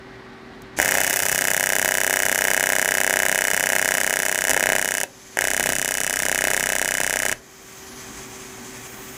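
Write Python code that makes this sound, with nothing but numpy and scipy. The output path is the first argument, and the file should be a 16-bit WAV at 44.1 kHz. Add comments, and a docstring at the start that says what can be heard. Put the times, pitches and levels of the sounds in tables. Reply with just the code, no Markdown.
"""A welder's fan hums; then come a tick, a hiss of shielding gas and the harsh rattle of an arc.
An AC TIG torch (an electric arc under gas) welds aluminium on a steel bench in two burns.
The current reverses twice a cycle, 32 cycles a second: each reversal cracks, and the short cleaning
phase between them sizzles. Gain control turns the gas and fan down while the loud arc burns."""
import sys
import numpy as np
from scipy import signal
from scipy.fft import rfft, irfft
from scipy.io import wavfile
from scipy.ndimage import uniform_filter1d, minimum_filter1d, map_coordinates

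SR = 44100
rng = np.random.default_rng(int(sys.argv[2]) if len(sys.argv) > 2 else 0)


def digitize_waveform(pressure):
    """Quantize a signal to 16-bit integers and store it at the path in sys.argv[1].

    Rows of a 2-D input are taken as channels; values are limited to [-1, 1].
    """
    field = np.atleast_2d(pressure).T
    bounded = np.clip(field, -1, 1)
    quanta = np.round(bounded * 32767).astype(np.int16)
    wavfile.write(sys.argv[1], SR, quanta)


N = 404397
TIME = np.arange(N) / SR
CYCLE_HZ, CLEANING_S = 32.0105, .011045
# The arc flares and relights harder. Each row: start and length in seconds, puff and added thump in dB.
FLARES = [(.773, .041, -26, 0), (.83, 0.12, -33, 1.5), (1.82, 0.04, -33, 5), (4.475, 0.11, -29.5, 2.5),
          (4.6, 0.24, -33.5, 4), (5.575, 0.054, -34, 6.5), (5.64, .11, -44, 9)]


def amp(db):
    """Turns decibels into a gain."""
    return 10 ** (np.asarray(db) / 20)


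def unit(x):
    """Scales a sound to an average level (rms) of 1."""
    return x / np.sqrt(np.mean(x ** 2) + 1e-20)


def read(points, hz):
    """Looks up a table at the given frequencies, joining its rows on a log-frequency axis."""
    row_hz, value = np.transpose(points)
    return np.interp(np.log(hz + 1), np.log(row_hz + 1), value)


def follow(rows, t):
    """Looks up each column of a timetable at the times t."""
    times, *columns = np.transpose(rows)
    return [np.interp(t, times, column) for column in columns]


def noise(colour):
    """Steady noise at rms 1. Each row of a colour: frequency in Hz, relative level in dB."""
    gain = amp(read(colour, np.fft.rfftfreq(N, 1 / SR)))
    return unit(irfft(rfft(rng.standard_normal(N)) * gain, N))


def drift(hz):
    """A random wander at rms 1, mostly slower than hz."""
    gain = np.exp(-(np.fft.rfftfreq(N, 1 / SR) / hz) ** 2)
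    return unit(irfft(rfft(rng.standard_normal(N)) * gain, N))


def welder(blade_hz=383):
    """The mains hums, and the cooling fan adds a steady blade tone and a rush of air."""
    mains = [(119.8, -57), (239.6, -57)]  # Hum tones. Each row: frequency in Hz, level in dB.
    fan = [(1, -48), (2, -60.5), (3, -61), (4, -60), (5, -58.5)]  # Blade tones. Each row: multiple of the blade rate, level in dB.
    air_colour = [(20, -28), (50, 2.5), (85, -8.5), (130, 2), (170, -7), (240, 4.5), (330, -3), (560, -8.5),
                  (800, -6), (1300, -9.5), (1900, -7.5), (2600, -17), (4200, -19.5), (8000, -35),
                  (15000, -46)]  # Rushing air. Each row: frequency in Hz, relative level in dB.
    hum = sum(amp(db) * np.sin(2 * np.pi * (hz * TIME + rng.random())) for hz, db in mains)
    passes = np.cumsum(blade_hz * (1 + .002 * drift(8))) / SR
    blades = sum(amp(db + .7 * drift(10)) * np.sin(2 * np.pi * (k * passes + rng.random()))
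                 for k, db in fan)
    air = amp(-42.5) * noise(air_colour) * amp(.5 * drift(22))
    return np.sqrt(2) * (hum + blades) + air


def switch(start_s=.6205, decay_s=.0015):
    """A switch gives a tiny bright tick just before the gas starts."""
    age = np.maximum(TIME - start_s, 0)
    return amp(-37.5) * (age > 0) * np.exp(-age / decay_s) * noise([(2000, -20), (6000, -2), (15000, -6)])


def gas(on_s=.763, rise_s=.012, flow_db=-40.5, surge_db=10, surge_s=1.4, work_echo_db=-8):
    """Gas surges from the torch's cup and settles; echoes make its hiss hollow, shifting as it moves."""
    # The jet's hiss and its high fizz. Each row: frequency in Hz, relative level in dB.
    hiss_colour = [(200, -0.5), (700, -5), (1800, 0.5), (2800, 5), (4200, -1), (5200, -1), (6500, 3),
                   (7500, 0), (8600, -5), (10300, 0), (11600, -14), (13500, -13), (15500, -29)]
    fizz_colour = [(8000, -40), (11500, -12), (12700, -5), (13500, -2), (14600, -3), (15600, -10)]
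    # The torch moves. Each row: time in seconds, echo delay off the work in ms, fizz level in dB.
    torch = [(7.4, 0.16, -55), (7.75, .14, -50), (7.93, .18, -51), (8.08, 0.14, -54), (8.7, .14, -55),
             (8.95, .13, -46.5)]
    # Later echoes off cup and bench. Each row: final delay in ms, level in dB, sign (-1 flips the wave).
    far_echoes = [(.694, -18, -1), (.932, -18.5, 1), (1.43, -19, -1), (1.782, -20.5, 1)]
    delay_ms, fizz_db = follow(torch, TIME)
    age = np.maximum(TIME - on_s, 0)
    hiss_db = flow_db + surge_db * np.exp(-age / surge_s)
    hiss = noise(hiss_colour) * amp(hiss_db + 1.2 * drift(20))
    jet = np.minimum(age / rise_s, 1) * (hiss + noise(fizz_colour) * amp(fizz_db))
    moved_ms = delay_ms - delay_ms[-1]  # all paths change alike
    paths = [(delay_ms, amp(work_echo_db))]
    paths += [(ms + moved_ms, sign * amp(db)) for ms, db, sign in far_echoes]
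    echoes = sum(gain * map_coordinates(jet, [(TIME - ms / 1000) * SR], order=3) for ms, gain in paths)
    return (jet + echoes) / np.sqrt(1 + sum(gain ** 2 for ms, gain in paths))


def room(x):
    """The workshop answers with a short wash of echoes; the highs die before the lows."""
    decay_times = [(100, 0.34), (600, 0.46), (2000, 0.18), (6000, 0.092), (15000, 0.25)]  # Each row: frequency in Hz, seconds to fade by 60 dB.
    colour = [(100, 16.5), (600, -1), (1800, -0.5), (3000, 2.5), (4200, 17), (6000, -2.5), (15000, -6)]  # The room's tone. Each row: frequency in Hz, relative level in dB.
    hz, t, spectrum = signal.stft(rng.standard_normal(SR // 2), SR, nperseg=256)
    decay = amp(read(colour, hz)[:, None] - 60 * t / read(decay_times, hz)[:, None])
    tail = signal.istft(spectrum * decay * np.minimum(t / .0023, 1), SR, nperseg=256)[1]
    return signal.oaconvolve(x, tail / np.linalg.norm(tail))[:N]


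def bench(x):
    """Adds close echoes, and metal that rings faintly at each strike."""
    echoes = [(.37, -53), (.87, -34.5), (1.42, -15.5), (2.05, -20.5), (2.4, -34), (7.5, -46), (9.15, -25),
              (12.95, -30)]  # Off work, bench and welder. Each row: delay in ms, level in dB.
    # Work, bench and torch ring. Each row: pitch in Hz, relative level in dB, seconds to fade by 60 dB.
    rings = [(1286, -27.5, 0.13), (2164, -30.5, 0.11), (2640, -18.5, 0.042), (2976, -19, 0.047),
             (3145, -28, 0.092), (3698, -27, 0.047), (5794, -25.5, 0.079), (5870, -31, 0.05),
             (6882, -38, 0.042), (8963, -34, 0.11), (12340, -14.5, 0.016), (14730, -21, 0.0083)]
    out, t = x.copy(), np.arange(SR // 6) / SR
    for ms, db in echoes:
        out += amp(db) * np.interp(TIME - ms / 1000, TIME, x, left=0)
    ring = 0
    for hz, db, fade_s in rings:
        energy = fade_s * SR / (4 * np.log(1000))
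        ring += amp(db - 60 * t / fade_s) * np.sin(2 * np.pi * hz * t) / np.sqrt(energy)
    return out + amp(1) * signal.oaconvolve(x, ring)[:N]


def flare_arches():
    """Each flare rises from 0 to 1 and falls back: one curve per flare."""
    return np.array([np.sin(np.pi * np.clip((TIME - s) / length, 0, 1)) for s, length, _, _ in FLARES])


def puffs():
    """The flaring arc pushes the air in low gusts."""
    gusts = amp(np.array(FLARES)[:, 2]) @ flare_arches()
    return gusts * noise([(15, -19), (40, 6), (130, 5), (300, 7), (700, -36)])


def heating(arc, span, fry_db, hold_s, treble_db, fry_fade_db_per_s=33, treble_fade_db_per_s=1):
    """The metal's cold oxide skin fries; the frying and the arc's treble fade as the metal melts."""
    fry_colour = [(100, -14), (400, -4), (700, 6), (1150, -10), (1800, 5), (2800, -6), (4300, -15),
                  (6500, -4), (10000, -13.5), (15000, -16)]  # Frying oxide. 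Each row: frequency in Hz, relative level in dB.
    age = np.maximum(TIME - span[0] + .027, 0)  # from ignition, just before the regular cycles
    hz = np.fft.rfftfreq(N, 1 / SR)
    treble = irfft(rfft(arc) * np.clip(.5 + (hz - 11500) / 2500, 0, 1), N)
    treble_change = (amp(treble_db - treble_fade_db_per_s * age) - 1) * treble
    level = amp(fry_db - fry_fade_db_per_s * np.maximum(age - hold_s, 0))
    frying = unit(noise(fry_colour) * amp(1.9 * drift(600)))
    return arc + treble_change + level * frying * (age > 0) * (TIME < span[1])


def strikes(times, db, colour, size=2048):
    """Short pressure pulses of one colour; db is their average level (rms) over one arc cycle."""
    log_gain = np.log(amp(read(colour, abs(np.fft.fftfreq(size, 1 / SR)))))
    pulse = np.fft.ifft(np.exp(np.conj(signal.hilbert(log_gain)))).real  # energy packed at the start
    near = np.round(times * SR).astype(int)[:, None] + np.arange(-8, 9)
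    offset, train = near - times[:, None] * SR, np.zeros(N)
    np.add.at(train, near, amp(db)[:, None] * np.sinc(offset) * np.sinc(offset / 9))  # between samples
    return signal.oaconvolve(train, pulse / np.linalg.norm(pulse))[:N] * np.sqrt(SR / CYCLE_HZ)


def reversal(times, crack_db, thump_db, pop_db, thump_lead_ms=.39, pop_lead_ms=.665, jitter_ms=.0044):
    """The arc collapses and swells with a pop and a thump; the spark that relights it cracks."""
    # The tone of each part. Each row: frequency in Hz, relative level in dB.
    crack_colour = [(1200, -31.5), (2600, -2), (3100, -4.5), (3800, -10), (4500, -13.5), (5300, -4.5),
                    (6300, 2.5), (7500, 2.5), (8500, -1.5), (10000, 1.5), (11200, -8.5), (12900, -9.5),
                    (14500, -4.5), (15600, -5)]
    thump_colour = [(20, -18), (60, -28.5), (150, -14.5), (300, -4.5), (460, -2), (660, 3), (880, -1.5),
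                    (1050, -6), (1200, -19), (2500, -9.5), (5000, -52.5)]
    pop_colour = [(200, -59), (1000, -50), (1250, -15), (1450, -4.5), (1700, 6.5), (2050, -1.5), (2350, -4),
                  (2900, -27.5), (4000, -24), (8000, -66.5)]
    weaker, late = rng.standard_normal((len(times), 2)).T
    crack = strikes(times, crack_db - .3 * weaker, crack_colour)
    thump = strikes(times + (jitter_ms * late - thump_lead_ms) / 1000, thump_db, thump_colour)
    pop = strikes(times + (jitter_ms * late - pop_lead_ms) / 1000, pop_db, pop_colour)
    return crack - thump - pop


def sizzle(span, opens, start_db, scatter_db, fade_db_per_s=.35):
    """The arc sizzles as it strips oxide in each cleaning phase, less as the metal heats."""
    colour = [(40, -32), (200, 1), (600, -0.5), (1150, -5.5), (1900, 0), (3000, -6.5), (4300, -13),
              (5400, -4.5), (6800, -3.5), (10000, -6), (11500, -6), (12900, -17), (14500, 1.5),
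              (15600, -12.5)]  # The sizzle's tone. Each row: frequency in Hz, relative level in dB.
    patches = [(1.25, 0.24, 5.5), (2.25, 0.35, 2), (3.8, 0.43, 3), (5.68, 0.035, 5), (6.22, 0.11, 3),
               (6.56, 0.13, 5.5), (7.29, 0.064, 7)]  # Patches of oxide. Each row: centre and width in seconds, boost in dB.
    patch_db = sum(db * np.exp(-((opens - s) / width) ** 2) for s, width, db in patches)
    cycle_db = start_db - fade_db_per_s * (opens - span[0]) + patch_db + scatter_db
    cleaning = np.where((TIME - span[0]) % (1 / CYCLE_HZ) < CLEANING_S, 1, amp(-13))
    lit = (TIME > span[0]) & (TIME < opens[-1] + CLEANING_S)
    hiss = unit(noise(colour) * amp(.5 * drift(1500)))
    return hiss * amp(np.interp(TIME, opens, cycle_db)) * lit * unit(cleaning)


def burn(span, force, spark_db, closing_spark_db, opening_db, closing_db, opening_pop_db,
         sizzle_db, scatter_db, heave_db, usual_thump_db=-22, crack_fade_db_per_s=.53):
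    """Reversals open and close each cleaning phase; opening and closing settings are added dB."""
    # The arc's low heave and sharp spit. Each row: frequency in Hz, relative level in dB.
    heave_colour = [(15, 10.5), (35, -1), (70, 6.5), (160, 0.5), (260, 10.5), (380, -21), (600, -45),
                    (1500, -72)]
    spit_colour = [(300, -18), (900, 8.5), (1200, -11), (1500, -1), (2500, 5.5), (3200, -5), (4000, 5.5),
                   (4800, -5), (9000, -1), (15000, 1.5)]
    opens = np.arange(*span, 1 / CYCLE_HZ)
    closes = opens + CLEANING_S
    # Levels in dB for each cycle: pops and thumps follow the force, cracks fade as the metal heats.
    push = follow(force, opens)[0]
    flare = np.interp(opens, TIME, np.array(FLARES)[:, 3] @ flare_arches())
    pop = -17 + .78 * push
    open_thump = -24 + 1.05 * push + opening_db + flare
    close_thump = -26.5 + 1.2 * push + closing_db
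    crack = spark_db - crack_fade_db_per_s * (opens - span[0])
    scatter = np.clip(rng.standard_normal((len(opens), 4)), -2, 2) * [scatter_db, scatter_db, .29, 1.2]
    open_scatter, close_scatter, pop_scatter, sizzle_scatter = scatter.T
    out = reversal(opens, crack, open_thump + open_scatter, pop + opening_pop_db + flare + open_scatter)
    out += reversal(closes, crack + closing_spark_db, close_thump + close_scatter, pop + pop_scatter)
    # The hot arc swells for the cleaning phase and shrinks after it: low pushes of opposite sign.
    excess = open_thump - usual_thump_db
    heave = heave_db + .94 * excess
    out += strikes(closes, heave, heave_colour) - strikes(opens, heave, heave_colour)
    # A hard relight spits: its middle range grows faster than its thump.
    out += strikes(opens, -29 + 1.9 * np.minimum(excess + open_scatter, 3), spit_colour)
    return out + sizzle(span, opens, sizzle_db, sizzle_scatter)


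def scene():
    """A first burn on cold metal and a second on hot, with gas and welder around the bench."""
    burn_times = [(.8167, 5.02), (5.4101, 7.33)]  # Each row: start and end of a burn in seconds.
    # The arc's force in each burn. Each row: time in seconds, dB above its usual force.
    first_force = [(0.82, -1), (0.94, 1.5), (1.13, -5.5), (1.47, -0.5), (2.38, 0.5), (2.47, 2), (2.78, 1),
                   (3.19, 2), (3.53, -0.5), (3.78, 1.5), (4.32, -2.5), (4.69, 2.5), (4.82, -3.0),
                   (5.0, -4.5)]
    second_force = [(5.41, -1), (5.75, -5.5), (6.0, -6), (6.38, -1.0), (6.57, -1.5), (6.66, -3.0),
                    (7.32, -2.5)]
    # The arc lights, re-strikes or breaks. Each row: time in seconds, then crack, thump and pop in dB.
    strays = [(0.7889, -21, -21.5, -21), (0.8005, -17, -19.5, -12.5), (4.4953, -14, -22.5, -22),
              (4.503, -31, -39, -37), (4.5092, -15, -31, -24), (4.5677, -31, -20.5, -21),
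              (5.0338, -17.5, -26, -41), (5.039, -36, -28, -28), (5.3721, -23.5, -21, -20),
              (5.3896, -18.5, -24, -14), (5.606, -30, -25, -22), (5.6972, -37, -34, -27)]
    first, second = burn_times
    cold = burn(first, first_force, spark_db=-18, closing_spark_db=-.76, opening_db=.15, closing_db=-.1,
                opening_pop_db=-12, sizzle_db=-24.5, scatter_db=1.33, heave_db=-49)
    hot = burn(second, second_force, spark_db=-18.5, closing_spark_db=-3, opening_db=2, closing_db=-2.5,
               opening_pop_db=-14.5, sizzle_db=-26, scatter_db=2.15, heave_db=-39.5)
    cold = heating(cold, first, fry_db=-20, hold_s=.15, treble_db=1.5)
    hot = heating(hot, second, fry_db=-34, hold_s=.05, treble_db=-2.5)
    arc = bench(cold + hot + reversal(*np.transpose(strays)))
    return (arc + amp(-12) * room(arc) + puffs() + gas() + welder() + switch())[None]


def record(dry, threshold_db=-17, range_db=9, recovery_db_per_s=15, low_cut_hz=22, high_cut_hz=15600):
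    """Gain control drops at once on loud peaks, holds and slowly recovers; filters trim lows and highs."""
    over_db = np.clip(20 * np.log10(abs(dry[0]) + 1e-9) - threshold_db, 0, range_db)
    held_db = -minimum_filter1d(-over_db, 3601, origin=1700)
    recovery = TIME * recovery_db_per_s
    cut_db = uniform_filter1d(np.maximum.accumulate(held_db + recovery) - recovery, size=64)
    low_cut = signal.butter(1, low_cut_hz, "high", fs=SR, output="sos")
    high_cut = signal.firwin(255, high_cut_hz, window=("kaiser", 9), fs=SR)
    ducked = np.clip(signal.sosfilt(low_cut, dry) * amp(-cut_db), -1, 1)
    return signal.oaconvolve(ducked, high_cut[None], "same")


dry = scene()
out = record(dry)
digitize_waveform(out)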